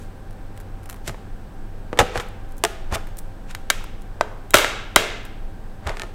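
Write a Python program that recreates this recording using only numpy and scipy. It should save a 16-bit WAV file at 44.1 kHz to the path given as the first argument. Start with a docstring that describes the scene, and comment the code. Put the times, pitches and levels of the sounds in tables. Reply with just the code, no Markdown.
"""In a kitchen, gloved hands drop a plastic lid on a full storage box, press it home and snap two latches shut.
Plastic blows are filtered pulses, decaying noise rattle and ringing modes, echoed by the room.
Gloves are stick-slip noise and fizzing folds; thuds are low decaying noise.
The close cracks overload the microphone. Ventilation noise and a fridge's wavering tones run throughout."""
import sys
import numpy as np
from scipy import signal
from scipy.fft import rfft, irfft
from scipy.io import wavfile

SR = 44100
rng = np.random.default_rng(int(sys.argv[2]) if len(sys.argv) > 2 else 0)


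def persist_wave(psi):
    """Save psi, clipped to +-1, as 16-bit WAV."""
    counts = np.round(np.clip(psi, -1, 1) * 32767).astype(np.int16)
    wavfile.write(sys.argv[1], SR, np.atleast_2d(counts).T)


N = 270774
# Time and frequency axes of one short sound
T = np.arange(16384) / SR
HZ = np.fft.rfftfreq(16384, 1 / SR)


# Latches snapping shut. Each row: start in seconds, level in dB, corner in Hz, treble tilt in dB per octave,
# chatter level in dB.
LATCH_SNAPS = [(4.5415, 1.5, 1600, -3.5, -10.5), (4.9603, -1, 2720, -7.5, -28.5)]
# Resonances of a latch on its rim, before the contact filter. Each row: frequency in Hz, level in dB, t60 in seconds.
LATCH_MODES = [(434, -11, 0.34), (588, 6.5, 0.032), (700, 5, 0.023), (850, -5, 0.017), (1066, -16.5, 0.026),
               (1313, -5, 0.072), (1470, 12, 0.019), (1568, 6, 0.049), (1783, -11.5, .06),
               (2057, 4, 0.0395), (2305, -3.5, 0.074), (2495, 4.5, 0.0097), (2874, -3.5, 0.048),
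               (3190, -7.5, 0.17), (3850, 2.5, 0.062), (7040, -10.5, 0.1), (7960, -11.5, 0.067)]
# Rattle levels are relative to the clean pulse
CRACK_RATTLE_DB = 10
# Slam into the seat; delay and level relative to the crack
SEAT_DELAY_S, SEAT_REL_DB, SEAT_HZ = .0036, -4.5, 800
SEAT_TILT_DB_PER_OCT, SEAT_RATTLE_DB = -7.5, -3.5
# Lid chattering on the rim, weaker each time
CHATTER_DELAY_S, CHATTER_GAP_S, CHATTER_LOSS_DB = .0118, .0162, 3.5
CHATTER_HZ, CHATTER_TILT_DB_PER_OCT, CHATTER_RATTLE_DB = 1800, -4.5, 0


def latch_snaps(chatter_count=3):
    """A latch cracks over its catch, slams lower into its seat and leaves the lid chattering."""
    cracks, chatter = [], []
    for s, db, corner_hz, tilt_db, chatter_db in LATCH_SNAPS:
        cracks.append((s, db, corner_hz, tilt_db, CRACK_RATTLE_DB))
        cracks.append((s + SEAT_DELAY_S, db + SEAT_REL_DB, SEAT_HZ, SEAT_TILT_DB_PER_OCT, SEAT_RATTLE_DB))
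        for k in range(chatter_count):
            tap_s = s + CHATTER_DELAY_S + k * CHATTER_GAP_S
            tap_db = chatter_db - k * CHATTER_LOSS_DB
            chatter.append((tap_s, tap_db, CHATTER_HZ, CHATTER_TILT_DB_PER_OCT, CHATTER_RATTLE_DB))
    return (blows(cracks, LATCH_MODES, rattle_t60_s=0.012, ring_db=-4.5, room_db=-11.0, ring_room_db=-5)
            + blows(chatter, LATCH_MODES, rattle_t60_s=.035, ring_db=-5, room_db=-1.0, ring_room_db=-2))


# Latches swinging on their hinges and tapping the rim. Each row: start in seconds, level in dB, corner in Hz,
# treble tilt in dB per octave, rattle in dB relative to the pulse.
LATCH_CLICKS = [(3.549, -28, 1970, -5, 12), (3.7016, -9.5, 2210, -5, 2.5), (3.7065, -21.5, 697, -2.5, 1),
                (4.2099, -24, 4170, -11, 21), (4.2103, -10.5, 1620, -34.5, -11),
                (4.507, -31.5, 4480, 10, 0.5), (4.537, -21.5, 1175, -8, 9), (4.646, -14.5, 1715, -14, -4)]


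def latch_clicks():
    """A loose latch gives short, dry clicks through the same latch modes."""
    return blows(LATCH_CLICKS, LATCH_MODES, rattle_t60_s=0.014, ring_db=-7, room_db=-14, ring_room_db=-8)


# Loose lid touching the rim and shifting into place. Each row: start in seconds, level in dB, corner in Hz,
# treble tilt in dB per octave, rattle in dB relative to the pulse.
LID_KNOCKS = [(1.930, -21.5, 603, -11, -3), (1.974, -27.5, 1030, -9, 14), (2.157, -19, 1150, -20, 0),
              (2.176, -24.5, 1800, -7.5, -3), (2.199, -23.5, 1380, -10, 2)]
# Resonances of the loose lid, before the contact filter. Each row: frequency in Hz, level in dB, t60 in seconds.
LID_MODES = [(501, 9, 0.082), (758, -3, 0.09), (844, 2, 0.065), (1280, -6, 0.11), (1800, -50, 0.042),
             (2256, -6, 0.07), (2850, -9, 0.054), (3500, 7, 0.026)]
# First contact of the falling lid
LID_DROP_S, LID_DROP_DB, LID_DROP_HZ = 1.9896, -8, 1720
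LID_DROP_TILT_DB_PER_OCT, LID_DROP_RATTLE_DB = -6.5, 13
# Change per bounce: weaker, lower, duller
BOUNCE_GAP_S, BOUNCE_LOSS_DB = .0108, 4
BOUNCE_CORNER_RATIO, BOUNCE_DULLING_DB_PER_OCT = 0.68, 1


def lid(contact_count=4):
    """The lid touches the rim, drops, bounces ever more weakly and is nudged into place."""
    bounces = []
    for k in range(contact_count):
        s = LID_DROP_S + k * BOUNCE_GAP_S
        db = LID_DROP_DB - k * BOUNCE_LOSS_DB
        corner_hz = LID_DROP_HZ * BOUNCE_CORNER_RATIO ** k
        tilt_db = LID_DROP_TILT_DB_PER_OCT - k * BOUNCE_DULLING_DB_PER_OCT
        bounces.append((s, db, corner_hz, tilt_db, LID_DROP_RATTLE_DB))
    return (blows(bounces, LID_MODES, rattle_t60_s=0.053, ring_db=2.0, room_db=-13, ring_room_db=-2.5)
            + blows(LID_KNOCKS, LID_MODES, rattle_t60_s=0.043, ring_db=-5, room_db=-8.5, ring_room_db=-2))


# Covered boxes pressed and bumped. 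Each row: start in seconds, level in dB, corner in Hz,
# treble tilt in dB per octave, rattle in dB relative to the pulse.
BOX_KNOCKS = [ (1.0775, -27, 800, -2.5, 9), (1.095, -30, 900, -6, 22), (1.144, -37.5, 1100, -16, 7),
              (2.6382, -12.5, 1020, -3, 2), (2.6497, -14.5, 1500, -6.5, 5.5),
              (2.925, -28.5, 600, -4.5, -1.5), (2.956, -23, 1290, -7, 1), (2.968, -30.5, 1190, -16, 0.5),
              (5.868, -28, 1500, -12, 20), (5.873, -26, 1900, -9, 3), (5.894, -25.5, 1460, -10, 7),
              (5.970, -31.5, 1390, -8, 4), (5.997, -29, 3800, -13, -8), (6.019, -27.5, 3200, -11, -1),
              (6.035, -32.5, 900, -9, -5)]
# Resonances of the covered box, before the contact filter. Each row: frequency in Hz, level in dB, t60 in seconds.
BOX_MODES = [(288, -15, 0.068), (363, 7, 0.063), (442, -1, 0.11), (636, -8, 0.079), (678, 4, 0.057),
             (795, -10, 0.033), (870, 2.5, 0.036), (1040, -30, 0.035), (1253, -12, 0.16), (1396, -17, 0.15),
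             (1800, -10, 0.088), (7350, 7, 0.0031), (8960, 6, 0.0037)]


def boxes():
    """Hands press the rim home and knock against the covered boxes, ringing the box modes."""
    return blows(BOX_KNOCKS, BOX_MODES, rattle_t60_s=0.014, ring_db=-2.5, room_db=-14, ring_room_db=0)


# Filter shape of plastic, for blows and rubs. Each row: frequency in Hz, relative gain in dB.
PLASTIC_GAIN = [(100, 6.5), (1000, 4.5), (2000, 4.5), (3200, 3), (5000, 1), (8000, 4.5), (10500, 0),
                (14000, -2), (16000, -10.5)]


def blows(rows, modes, rattle_t60_s, ring_db, room_db, ring_room_db):
    """Each blow is a sharp pulse, a dense rattle of the thin walls and ringing modes, echoed by the room."""
    out = np.zeros(N)
    for s, db, corner_hz, tilt_db, rattle_db in rows:
        spectrum_db = contact(corner_hz, tilt_db, PLASTIC_GAIN)
        pulse = burst(colour(T == 0, spectrum_db))
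        noise = rng.standard_normal(len(T)) * dying(rattle_t60_s)
        rattle = burst(colour(noise, spectrum_db))
        ring = np.zeros(len(T))
        for k, (hz, mode_db, t60_s) in enumerate(modes):
            # the contact decides which modes speak; the pressing hand detunes them a little
            gain = (-1) ** k * amp(mode_db + np.interp(hz, HZ, spectrum_db))
            detuned_hz = hz * (1 + 0.0047 * rng.normal())
            ring += gain * dying(t60_s) * np.sin(2 * np.pi * detuned_hz * T)
        ring = amp(ring_db) * burst(ring)
        direct = burst(pulse + amp(rattle_db) * rattle) + ring
        add(out, s, amp(db) * direct)
        # the room gathers all sides of the box, which evens out the rattle: only pulse and ring feed it
        to_room = pulse + amp(ring_room_db) * ring
        add(out, s, amp(db + room_db) * signal.fftconvolve(to_room, reflections()))
    return out


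def contact(corner_hz, tilt_db_per_oct, material):
    """Gain in dB: a small patch radiates little bass; a softer contact loses more treble above its corner."""
    bass_db = -10 * np.log10(1 + (corner_hz / 2 / (HZ + 1)) ** 4.73)
    treble_db = tilt_db_per_oct * np.log2(np.hypot(1, HZ / corner_hz))
    return bass_db + treble_db + read(material, HZ)


# Gloves sliding on plastic. Each row: peak time in seconds, level in dB before the stroke envelope,
# rise and fall time constants in seconds, corner in Hz, treble tilt in dB per octave.
RUBS = [(.02, -52.5, 0.055, 0.04, 2000, -2), (1.081, -32.5, 0.012, 0.013, 3480, -6),
        (2.16, -28, 0.018, 0.023, 1390, -9), (2.21, -37, .006, 0.0092, 1500, -2.5),
        (2.928, -26.5, 0.01, 0.028, 1080, -11), (2.951, -23.5, 0.011, 0.0041, 2520, -4),
        (3.51, -37.5, 0.012, 0.0097, 2310, -7), (5.891, -28, 0.022, 0.032, 1060, -10.5),
        (6.025, -43, 0.081, 0.04, 1200, -6.5)]


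def rubs(grain_db=0.5, slips_per_s=5000):
    """A sliding glove sticks and slips thousands of times a second: sparse random impulses, filtered."""
    out = np.zeros(N)
    for s, db, rise_s, fall_s, corner_hz, tilt_db in RUBS:
        slips = rng.standard_normal(len(T)) * (rng.random(len(T)) < slips_per_s / SR)
        slips *= amp(grain_db * np.minimum(rng.exponential(1, len(T)), 4))
        start_s = max(s - T[-1] / 2, 0)
        after_peak_s = start_s + T - s
        stroke = np.exp(-np.maximum(-after_peak_s / rise_s, after_peak_s / fall_s))
        friction = unit(colour(slips, contact(corner_hz, tilt_db, PLASTIC_GAIN)))
        add(out, start_s, amp(db) * stroke * friction)
    return out


# Thin gloves crinkling, main fold of each flex. Each row: start in seconds, level in dB, corner in Hz.
CRINKLES = [(0.309, -52.5, 6000), (.576, -44, 5030), (.602, -44.5, 4060), (0.858, -43, 4500),
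            (.898, -32.5, 4500), (.928, -39.5, 3500), (.943, -42, 3000), (2.287, -49, 5000),
            (2.521, -49.5, 6000), (2.581, -43, 12000), (3.071, -43.5, 3000), (3.171, -43, 11000),
            (3.188, -34.5, 11000), (3.841, -36, 1240), (4.020, -50.5, 6000), (5.252, -41, 4000)]
# Weaker folds flip at random around the main one
SMALL_FOLD_REL_DB, SMALL_FOLD_SPREAD_S = -9, 0.036


def crinkles(small_folds=2):
    """Each flex of a glove flips one main fold and a few small ones."""
    out = np.zeros(N)
    for s, db, corner_hz in CRINKLES:
        add(out, s, amp(db) * fold(corner_hz))
        for offset_s in SMALL_FOLD_SPREAD_S * rng.uniform(-1, 1, small_folds):
            add(out, s + offset_s, amp(db + SMALL_FOLD_REL_DB) * fold(corner_hz))
    return out


# Filter shape of glove film. Each row: frequency in Hz, relative gain in dB.
GLOVE_GAIN = [(1000, 21), (3000, -1.5), (5500, -6.5), (9000, -3), (13500, -5), (16000, -10)]
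FOLD_T60_S = 0.019


def fold(corner_hz, snap_db=-4):
    """A fold of glove flips over with a tick and a short fizz."""
    tick = amp(snap_db) * burst(T == 0)
    fizz = burst(rng.standard_normal(len(T)) * dying(FOLD_T60_S))
    return burst(colour(tick + fizz, contact(corner_hz, 0, GLOVE_GAIN)))


# Heavy box thudding on the table. Each row: start in seconds, level in dB before the envelope.
THUDS = [(1.081, -22), (1.991, -12.5), (2.161, -22.5), (2.919, -17.5), (4.544, -21), (4.964, -25.5),
         (5.859, -20)]
# Filter shape of a thud. Each row: frequency in Hz, relative gain in dB.
THUD_GAIN = [(15, -16), (35, -4.5), (80, 0), (140, -8.5), (230, -14.5), (400, -32.5), (1500, -77.5)]
THUD_T60_S = 0.154


def thuds():
    """Dull shudders of the full box and the table: low noise that swells and dies."""
    out = np.zeros(N)
    for s, db in THUDS:
        shudder = unit(colour(rng.standard_normal(len(T)), read(THUD_GAIN, HZ)))
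        envelope = dying(THUD_T60_S) * (1 - dying(0.066))
        add(out, s, amp(db) * shudder * envelope)
    return out


# Colour of the kitchen echoes. Each row: frequency in Hz, relative gain in dB.
ROOM_GAIN = [(100, -9.5), (250, 1), (430, 3.5), (1000, -4.5), (1400, -1.5), (1900, -2.5), (3300, -1.5),
             (4300, -3.5), (6000, -3), (7300, -3.5), (8500, -4.5), (16000, 3.5)]
# Reverberation of the kitchen. Each row: frequency in Hz, t60 in seconds.
ROOM_T60 = [(150, 1), (500, 0.65), (1400, 0.77), (3300, 0.77), (5500, 0.62), (7500, .5), (10000, 0.37),
            (15000, 0.29)]


def reflections(delay_s=0.00071, build_s=0.0012):
    """Echoes from hard walls build up, then die away, the high treble soonest; a random tail of unit energy."""
    hz, t, z = signal.stft(rng.standard_normal(32768), SR, nperseg=256)
    decay = np.exp(-np.log(1000) * t / read(ROOM_T60, hz)[:, None])
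    z *= amp(read(ROOM_GAIN, hz))[:, None] * decay
    tail = signal.istft(z, SR, nperseg=256)[1]
    since_delay_s = np.maximum(np.arange(len(tail)) / SR - delay_s, 0)
    tail *= 1 - np.exp(-since_delay_s / build_s)
    return tail / np.linalg.norm(tail)


# Ventilation noise shape. Each row: frequency in Hz, relative gain in dB.
AIR_GAIN = [(11, -22.5), (18, 3), (41, -10), (59, -21.5), (102, -20.5), (124, -24), (239, -27), (291, -28),
            (645, -34.5), (786, -34.5), (1270, -41.5), (1600, -40.5), (2010, -47.5), (8070, -62),
            (16000, -65)]
AIR_RMS_DB = -31.5
# Fridge and fan. Each row: centre in Hz, rms level in dB, noise band width in Hz before level compression.
HUM = [(96.2, -46, 1.9), (202, -55, 10.4), (524, -60, 46), (776, -56.5, 23), (1582, -66, 41),
       (8100, -73, 590), (15000, -79, 23.8)]


def machines(waver=0.23):
    """Rumble and hiss of the ventilation, with the wavering tones of a fridge made from bands of noise."""
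    hz = np.fft.rfftfreq(N, 1 / SR)
    air = irfft(rfft(rng.standard_normal(N)) * amp(read(AIR_GAIN, hz)), N)
    out = amp(AIR_RMS_DB) * unit(air)
    for tone_hz, db, width_hz in HUM:
        band = 1 / (1 + (2 * (hz - tone_hz) / width_hz) ** 2)
        tone = signal.hilbert(irfft(rfft(rng.standard_normal(N)) * band, N))
        # compressed envelope: the pitch wanders more than the level
        out += amp(db) * unit(abs(tone) ** waver * np.cos(np.angle(tone)))
    return out


def amp(db):
    """Decibels to gain."""
    return 10 ** (np.asarray(db) / 20)


def unit(x):
    """Scales to an rms of 1."""
    return x / np.sqrt(np.mean(x ** 2) + 1e-20)


def burst(x):
    """Scales a short sound to the energy of 5 ms at an rms of 1."""
    return x * np.sqrt(.005 * SR / (np.sum(x ** 2) + 1e-20))


def read(points, hz):
    """Reads a curve on a log-frequency axis."""
    f, value = np.transpose(points)
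    return np.interp(np.log(hz + 1), np.log(f), value)


def add(mix, s, sound):
    """Mixes a sound in at a time in seconds."""
    part = mix[max(round(s * SR), 0):][:len(sound)]
    part += sound[:len(part)]


def colour(x, gain_db):
    """Causal minimum-phase filter with the given gain at the frequencies HZ, floored at -100 dB."""
    log_gain = np.log(amp(np.maximum(gain_db, -100)))
    phase = -signal.hilbert(np.r_[log_gain, log_gain[-2:0:-1]]).imag[:len(HZ)]
    return irfft(rfft(x) * np.exp(log_gain + 1j * phase))


def dying(t60_s):
    """Exponential decay, 60 dB in t60_s."""
    return np.exp(-np.log(1000) * T / t60_s)


def scene(glove_room_db=-14):
    """Plastic and gloves close by, the kitchen around them."""
    plastic = lid() + boxes() + latch_clicks() + latch_snaps()
    gloves = rubs() + crinkles()
    glove_echo = amp(glove_room_db) * signal.fftconvolve(gloves, reflections())[:N]
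    return (plastic + gloves + glove_echo + thuds() + machines())[None]


CUTOFF_HZ = 15950


def record(dry):
    """The overloaded microphone flattens the loudest cracks at full scale; then a low-pass limits the band."""
    clipped = dry / (1 + dry ** 8) ** (1 / 8)
    low_pass = signal.firwin(511, CUTOFF_HZ, window=("kaiser", 8), fs=SR)
    return signal.oaconvolve(clipped, low_pass[None], "same")


dry = scene()
out = record(dry)
persist_wave(out)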